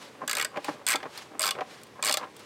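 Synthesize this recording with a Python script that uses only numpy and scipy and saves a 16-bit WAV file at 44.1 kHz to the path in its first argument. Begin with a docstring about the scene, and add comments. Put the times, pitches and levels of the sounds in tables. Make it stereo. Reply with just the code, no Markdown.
"""In an engine bay, close to the microphone, a hand ratchet works a bolt in a plastic housing.
On each of four back swings the pawl snaps over about eleven teeth: noise bursts ring modes of head, socket and housing.
The loose socket knocks and ticks, by blows on its modes, and scuffs by sparse random slips that ring the thud modes.
On the drive strokes the tool rubs under the hand, as swells of coloured noise.
Behind lie the quiet garage, a slowly drifting coloured noise, and its short, dull echo."""
import sys
import numpy as np
from scipy import signal
from scipy.fft import rfft, irfft
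from scipy.io import wavfile
from scipy.ndimage import uniform_filter1d

SR = 44100
rng = np.random.default_rng(int(sys.argv[2]) if len(sys.argv) > 2 else 0)


def persist_wave(psi):
    """Save psi, clipped to +-1, as 16-bit WAV."""
    counts = np.round(np.clip(psi, -1, 1) * 32767).astype(np.int16)
    wavfile.write(sys.argv[1], SR, np.atleast_2d(counts).T)


N = 108045

# modes of the steel head: (frequency [Hz], width [Hz], relative level [dB])
HEAD_MODES = [(6230,170,-15.5),(7570,130,8),(8155,500,9.5),(8740,130,3.5),(11100,460,-8),(12000,290,-4.5),(14100,81,4)]
# modes of the socket: (frequency [Hz], width [Hz], relative level [dB])
SOCKET_MODES = [(2925,53,12),(3490,146,10.5),(3856,370,4.5),(4310,190,6.5),(4445,270,3),(4750,310,5.5),(5975,210,1)]
# modes rung by thuds and scuffs: (frequency [Hz], width [Hz], relative level [dB])
THUD_MODES = [(140,45,-4),(193,115,-2.5),(283.6,27,2),(467,162,2),(578,50,3),(773,45,6),(1030,118,1.5),(1227,45,-15),(1590,100,-12)]
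RING_S = 0.09  # length computed for each blow


def undb(db):
    """Amplitude ratio: twenty decibels make a factor of ten."""
    return 10 ** (np.asarray(db) / 20)


def unit(x):
    """Normalization: scale to rms 1."""
    return x / np.sqrt(np.mean(x ** 2))


def add(out, s, x):
    """Superposition: mix x in at time s."""
    i = max(int(s * SR), 0)
    out[i:i + len(x)] += x[:max(N - i, 0)]


def walk(rate):
    """Smooth random drift, spread near 1: twice-averaged random steps, rate of them per second."""
    k = int(SR / rate)
    steps = np.repeat(rng.standard_normal(N // k + 1), k)
    smooth = uniform_filter1d(uniform_filter1d(steps, k), k)
    return 1.37 * smooth[:N]


def colour(x, points):
    """Spectral shaping by (Hz, dB) points, interpolated along log frequency, to rms 1."""
    hz, db = np.array(points).T
    f = np.fft.rfftfreq(len(x), 1 / SR) + 1
    gain = undb(np.interp(np.log(f), np.log(hz), db))
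    return unit(irfft(rfft(x) * gain, len(x)))


def lowpass(x, hz):
    """First-order relaxation: a gentle one-pole low-pass."""
    p = np.exp(-2 * np.pi * hz / SR)
    return signal.lfilter([1 - p], [1, -p], x)


def steep_lowpass(x, hz):
    """Third-order Butterworth low-pass."""
    return signal.sosfilt(signal.butter(3, hz, fs=SR, output="sos"), x)


def highpass(x, hz):
    """Second-order Butterworth high-pass."""
    return signal.sosfilt(signal.butter(2, hz, "high", fs=SR, output="sos"), x)


def swells(rows):
    """Hyperbolic-secant level of movements that speed up and slow down: (peak s, dB, rise s, fall s)."""
    t, level = np.arange(N) / SR, np.zeros(N)
    for s, db, rise, fall in rows:
        distance = abs(t - s) / np.where(t < s, rise, fall)  # 1 is 7 dB below the peak
        level += undb(db) / np.cosh(np.minimum(1.49 * distance, 20))
    return level


def resonances(modes, f, shift_hz=0):
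    """Damped-oscillator response of each mode at the frequencies f, its pitch moved by shift_hz."""
    hz, width, db = np.array(modes).T[:, :, None]
    moved_hz = hz + np.reshape(shift_hz, (-1, 1))
    return undb(db) / (1 + 1j * (f * f - moved_hz ** 2) / (f * width))


def favour(modes, centres_hz, lifts_db):
    """Selective excitation: lift in dB, per blow and mode, of modes near the pitch the contact favours."""
    octaves = np.log2(np.array(modes)[:, 0] / centres_hz[:, None])
    width_octaves = 0.64
    return np.reshape(lifts_db, (-1, 1)) * np.exp(-(octaves / width_octaves) ** 2)


def strike(times, levels_db, modes, rise_s, decay_s, tail_db, tail_s, crack_db, lift_db=0, scatter_db=5):
    """Modal excitation: a blow and its swarm of engine-bay reflections drive the modes, with a noisy crack."""
    level_s = 0.006  # span whose energy sets the level of the ring
    alike = 0.2  # share of the reflections' power that carries over to the next blow
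    drift_hz, crack_low_hz, crack_top_hz = 14, 2600, 9200
    n = int(RING_S * SR)
    t, f = np.arange(n) / SR, np.fft.rfftfreq(2 * n, 1 / SR) + 1
    balances = undb(lift_db + scatter_db * rng.standard_normal((len(times), len(modes))))
    early = np.exp(-t / decay_s)
    swarm = (1 - np.exp(-t / rise_s)) * (early + undb(tail_db) * np.exp(-t / tail_s))
    paths, out = rng.standard_normal(n), np.zeros(N)
    for s, db, balance in zip(times, levels_db, balances):
        fresh, grit = rng.standard_normal((2, n))
        # the grip shifts from blow to blow
        shapes = resonances(modes, f, drift_hz * rng.standard_normal(len(modes)))
        paths = np.sqrt(alike) * paths + np.sqrt(1 - alike) * fresh
        ring = unit(irfft(rfft(paths * swarm, 2 * n) * (balance @ shapes))[:n])
        crack = lowpass(lowpass(grit * early, crack_top_hz), crack_top_hz)
        crack = unit(crack - lowpass(crack, crack_low_hz))
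        blow = ring + undb(crack_db) * crack
        add(out, s, blow * undb(db) * np.sqrt(level_s / RING_S))
    return out


def garage():
    """Stationary coloured noise: a slightly restless mid and a weaker, independent left-right difference."""
    # background spectrum: (frequency [Hz], relative level per Hz [dB])
    background_spectrum = [(15, -68), (25, -43), (111, -7), (309, -4), (476, -3.5), (607, -8), (1160, -11),
                           (1260, -15), (2160, -14.5), (2410, -16.5), (8590, -29), (16000, -41)]
    level = undb(-51.5)
    mid = colour(rng.standard_normal(N), background_spectrum)
    side = colour(rng.standard_normal(N), background_spectrum)
    side = undb(-35) * lowpass(side, 48) + undb(-15.5) * side  # slightly fuller in the deepest bass
    return level * mid * undb(0.25 * walk(30.9)), level * side


def rubbing():
    """Friction noise: a fine, uneven hiss swells as the head turns under the hand on the drive strokes."""
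    # rubs: (time of peak [s], level [dB], rise [s], fall [s])
    rubs = [(.02,-47.5,0.033,0.072),(.69,-43.5,0.059,0.049),(1.179,-42.5,0.055,0.059),(1.73,-49.5,0.062,0.1),(2.42,-54.5,0.085,0.073)]
    # hiss spectrum: (frequency [Hz], relative level per Hz [dB])
    hiss_spectrum = [(240, -41), (400, -23), (570, 7.5), (666, -13), (765, 2), (1350, -0.5), (4440, -4.5),
                     (9760, -15.5), (16000, -30)]
    grain_db = 2 * np.minimum(rng.exponential(size=N), 4)
    grains = rng.standard_normal(N) * undb(grain_db)
    flutter = undb(1.6 * walk(90))
    return swells(rubs) * flutter * colour(grains, hiss_spectrum)


def slack():
    """Impact in a loose joint: the socket bumps the housing with a thud and a harder clack, or ticks."""
    # knocks: (time [s], thud level before trim [dB], clack level before trim [dB], favoured pitch [Hz])
    knocks = [(0.151,-47,-46,293),(.215,-29,-60,990),(.234,-30,-60,288),(0.543,-42,-50,1030),(.560,-29.5,-33,1050),(0.571,-23.5,-26.5,530),(.581,-39.5,-60,694),(.644,-36.5,-29.5,790),(0.682,-20.5,-33,425),(0.688,-31.5,-58,810),(0.698,-42,-55,204),(0.81,-40.5,-71,554),(.944,-22.5,-35,577),(1.002,-41,-36,1000),(1.029,-37,-30,905),(1.055,-37,-35.5,1000),(1.447,-30.5,-53,810),(1.482,-31.5,-55,780),(1.551,-39.5,-34.5,1000),(1.586,-28.5,-35,890),(1.607,-26,-28,487),(1.614,-25,-50,1220),(1.989,-38.5,-66,1200),(2.100,-25.5,-37,660),(2.211,-35.5,-40,1030),(2.229,-31,-37,1210),(2.241,-40.5,-37,440)]
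    # light ticks of steel on steel: (time [s], level before trim [dB])
    tick_rows = [(0.57,-51),(0.645,-37.5),(1.176,-38),(1.815,-56),(1.833,-45.5),(1.868,-55),(2.365,-47),(2.393,-51.5)]
    # modes of the clack: (frequency [Hz], width [Hz], relative level [dB])
    clack_modes = [(1100,400,23),(1645,280,18.3),(2170,690,20),(3000,150,4.9)]
    thud_trim_db, clack_trim_db, tick_trim_db = -1, -3.5, -2.5
    s, thud_db, clack_db, contact_hz = np.array(knocks).T
    lift = favour(THUD_MODES, contact_hz, 10)
    thud = strike(s, thud_db + thud_trim_db, THUD_MODES, rise_s=0.004, decay_s=0.0053,
                  tail_db=-18, tail_s=0.012, crack_db=-47, lift_db=lift, scatter_db=2)
    clack = strike(s, clack_db + clack_trim_db, clack_modes, rise_s=0.00055, decay_s=0.0055,
                   tail_db=-12, tail_s=0.014, crack_db=-42)
    s, tick_db = np.array(tick_rows).T
    ticks = strike(s, tick_db + tick_trim_db, SOCKET_MODES + HEAD_MODES, rise_s=0.00034, decay_s=0.0037,
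                   tail_db=-31, tail_s=0.01, crack_db=-3)
    thud = highpass(highpass(steep_lowpass(thud, 1750), 180), 204)
    clack = lowpass(lowpass(clack, 4400), 3500)
    return thud + clack + ticks


def scuffing():
    """Stick-slip: as the handle turns, the socket scuffs the housing and sparse slips ring the thud modes."""
    # scuffs: (time of peak [s], level [dB], rise [s], fall [s], favoured pitch [Hz])
    scuffs = [(0.223,-36.5,0.021,0.0097,320),(.385,-45,0.089,0.045,570),(.555,-41,0.03,0.019,1000),(.585,-42.5,0.02,.014,337),(0.711,-41,.018,0.029,170),(.77,-50.5,.045,0.066,370),(1.058,-39,0.023,0.023,480),(1.358,-41,0.031,0.023,268),(1.601,-37,0.048,0.011,450),(1.983,-42,0.015,0.02,1330),(2.085,-38,0.057,0.018,613),(2.232,-37.5,0.032,0.029,1090)]
    slips_per_s = 700
    rows, out = np.array(scuffs), np.zeros(N)
    shapes = resonances(THUD_MODES, np.fft.rfftfreq(N, 1 / SR) + 1)
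    lifts = favour(THUD_MODES, rows[:, -1], 13)
    for row, lift in zip(rows, lifts):
        slips = rng.standard_normal(N) * (rng.random(N) < slips_per_s / SR)
        ringing = unit(irfft(rfft(slips) * (undb(lift) @ shapes), N))
        out += swells([row[:-1]]) * ringing
    return highpass(steep_lowpass(out, 1890), 182)


def pawl():
    """Coupled resonators: at each snap the head rings at once, the socket and housing answer more slowly."""
    # pawl snaps, levels before trim: (time [s], steel head [dB], socket [dB], housing [dB])
    teeth = [(0.2772, -19.5, -29, -31.5), (0.295, -20.5, -26.5, -29.5), (0.3117, -21, -24.5, -31.5),
             (0.3301, -20.5, -32, -28.5), (0.3516, -23, -27.5, -34.5), (0.3687, -19.5, -28, -28.5),
             (0.383, -26, -33, -29.5), (0.397, -23, -43, -25), (0.412, -24, -25.5, -28.5),
             (0.4242, -22, -31.5, -29), (0.4469, -18, -28.5, -29), (0.8657, -14, -26, -32),
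             (0.8766, -19.5, -27.5, -29), (0.886, -13, -26.5, -27.5), (0.8941, -20, -38, -24.5),
             (0.903, -16, -30, -28), (0.9104, -17.5, -31, -26.5), (0.9191, -18, -25, -28.5),
             (0.9282, -20.5, -37, -25), (0.9371, -44, -28, -27.5), (0.9568, -24.5, -25, -29.5),
             (1.394, -14.5, -33, -32), (1.4065, -20, -33, -30.5), (1.4175, -18, -27, -35),
             (1.4275, -23, -22.5, -35), (1.437, -25, -24.5, -25.5), (1.4458, -21, -32, -36),
             (1.4559, -20, -25.5, -31.5), (1.4653, -19, -26, -29), (1.4759, -20.5, -25.5, -28),
             (1.4881, -29, -26, -30), (1.508, -21, -22, -31), (2.0258, -18.5, -27, -29),
             (2.0373, -25.5, -27, -31.5), (2.0474, -16.5, -29, -33), (2.0565, -18, -27.5, -29.5),
             (2.0663, -18.5, -26, -31), (2.075, -20, -23.5, -28.5), (2.0849, -29, -25.5, -30),
             (2.0946, -22, -22, -27), (2.1108, -25, -22.5, -35), (2.1245, -17.5, -22, -37.5),
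             (2.14, -18, -22, -27), (2.171, -22.5, -23.5, -28)]
    # back swings, the grip differing each time: (start [s], favoured housing pitch [Hz], lift [dB])
    swings = [(.27,1710,8),(.86,1820,15),(1.385,1230,3.5),(2.021,1080,1)]
    # modes of the housing: (frequency [Hz], width [Hz], relative level [dB])
    housing_modes = [(625,33,-2),(817,46,-5.5),(1079,40,5.5),(1222,67,0.5),(1313,53,0.5),(1504,48,0),(1619,30,-1.5),(1698,96,-4.5),(1920,52,-3),(2098,64,-3.5),(2240,103,-2),(2392,124,-5.5)]
    head_trim_db, socket_trim_db, housing_trim_db = -10, -3, 1
    s, head_db, socket_db, housing_db = np.array(teeth).T
    swing_rows = np.array(swings)
    swing = np.maximum(np.searchsorted(swing_rows[:, 0], s + 0.05) - 1, 0)  # the swing of each snap
    start, grip_hz, grip_db = swing_rows[swing].T
    lift = favour(housing_modes, grip_hz, grip_db)
    head = strike(s, head_db + head_trim_db, HEAD_MODES, rise_s=0.0003, decay_s=0.0018,
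                  tail_db=-22, tail_s=0.0048, crack_db=-25)
    socket = strike(s, socket_db + socket_trim_db, SOCKET_MODES, rise_s=0.0011, decay_s=0.0016,
                    tail_db=-14.5, tail_s=0.01, crack_db=-11)
    housing = strike(s, housing_db + housing_trim_db, housing_modes, rise_s=0.0016, decay_s=0.0038,
                     tail_db=-17, tail_s=0.014, crack_db=-33, lift_db=lift)
    snaps = highpass(head, 1300) + highpass(socket, 1350) + highpass(housing, 220)
    return steep_lowpass(snaps, 14300) + singing(s, s - start)


def singing(times, into_swing_s):
    """Free decay: thin steel partials sing on after each snap, stronger as the swing goes on."""
    # partials: (frequency [Hz], peak level at full growth [dB], decay to 1/e [s])
    partials = [(13500,-38,0.0028),(7900,-52,0.0053)]
    growth_db_per_s, full_s = 134, 0.11  # growth ends full_s into the swing
    t, out = np.arange(int(RING_S * SR)) / SR, np.zeros(N)
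    for s, into in zip(times, into_swing_s):
        ring = np.zeros(len(t))
        for hz, db, decay in partials:
            ring += undb(db) * np.exp(-t / decay) * np.sin(2 * np.pi * (hz * t + rng.random()))
        add(out, s, ring * undb(growth_db_per_s * min(into - full_s, 0)))
    return out


def room(x):
    """Reverberation: convolution with a short, dull, exponentially decaying noise tail of the garage."""
    t60_s, build_up_s, damp_hz = 0.22, 0.019, 3900
    t = np.arange(SR // 2) / SR
    envelope = 1000 ** (-t / t60_s) * (1 - np.exp(-t / build_up_s))
    tail = lowpass(rng.standard_normal(len(t)), damp_hz) * envelope
    return undb(-23) * signal.fftconvolve(x, tail / np.linalg.norm(tail))[:N]


def scene():
    """Mid-side superposition: the tool sits almost in the centre, with a little width from the room."""
    port_lag_s = 3.2e-6  # between the two microphone ports
    tool = pawl() + slack() + scuffing() + rubbing()
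    mid, side = garage()
    lag_side = np.gradient(tool) * SR * port_lag_s / 2  # a small delay as a slope
    side = side + 0.064 * room(tool) + lag_side
    return tool + room(tool) + mid + side * np.array([[1], [-1]])


def record(dry):
    """Band limiting: the microphone thins the deep bass and cuts the top."""
    thin = highpass(dry, 30)
    return signal.sosfilt(signal.ellip(8, 0.2, 70, 15800, fs=SR, output="sos"), thin)


dry = scene()
out = record(dry)
persist_wave(out)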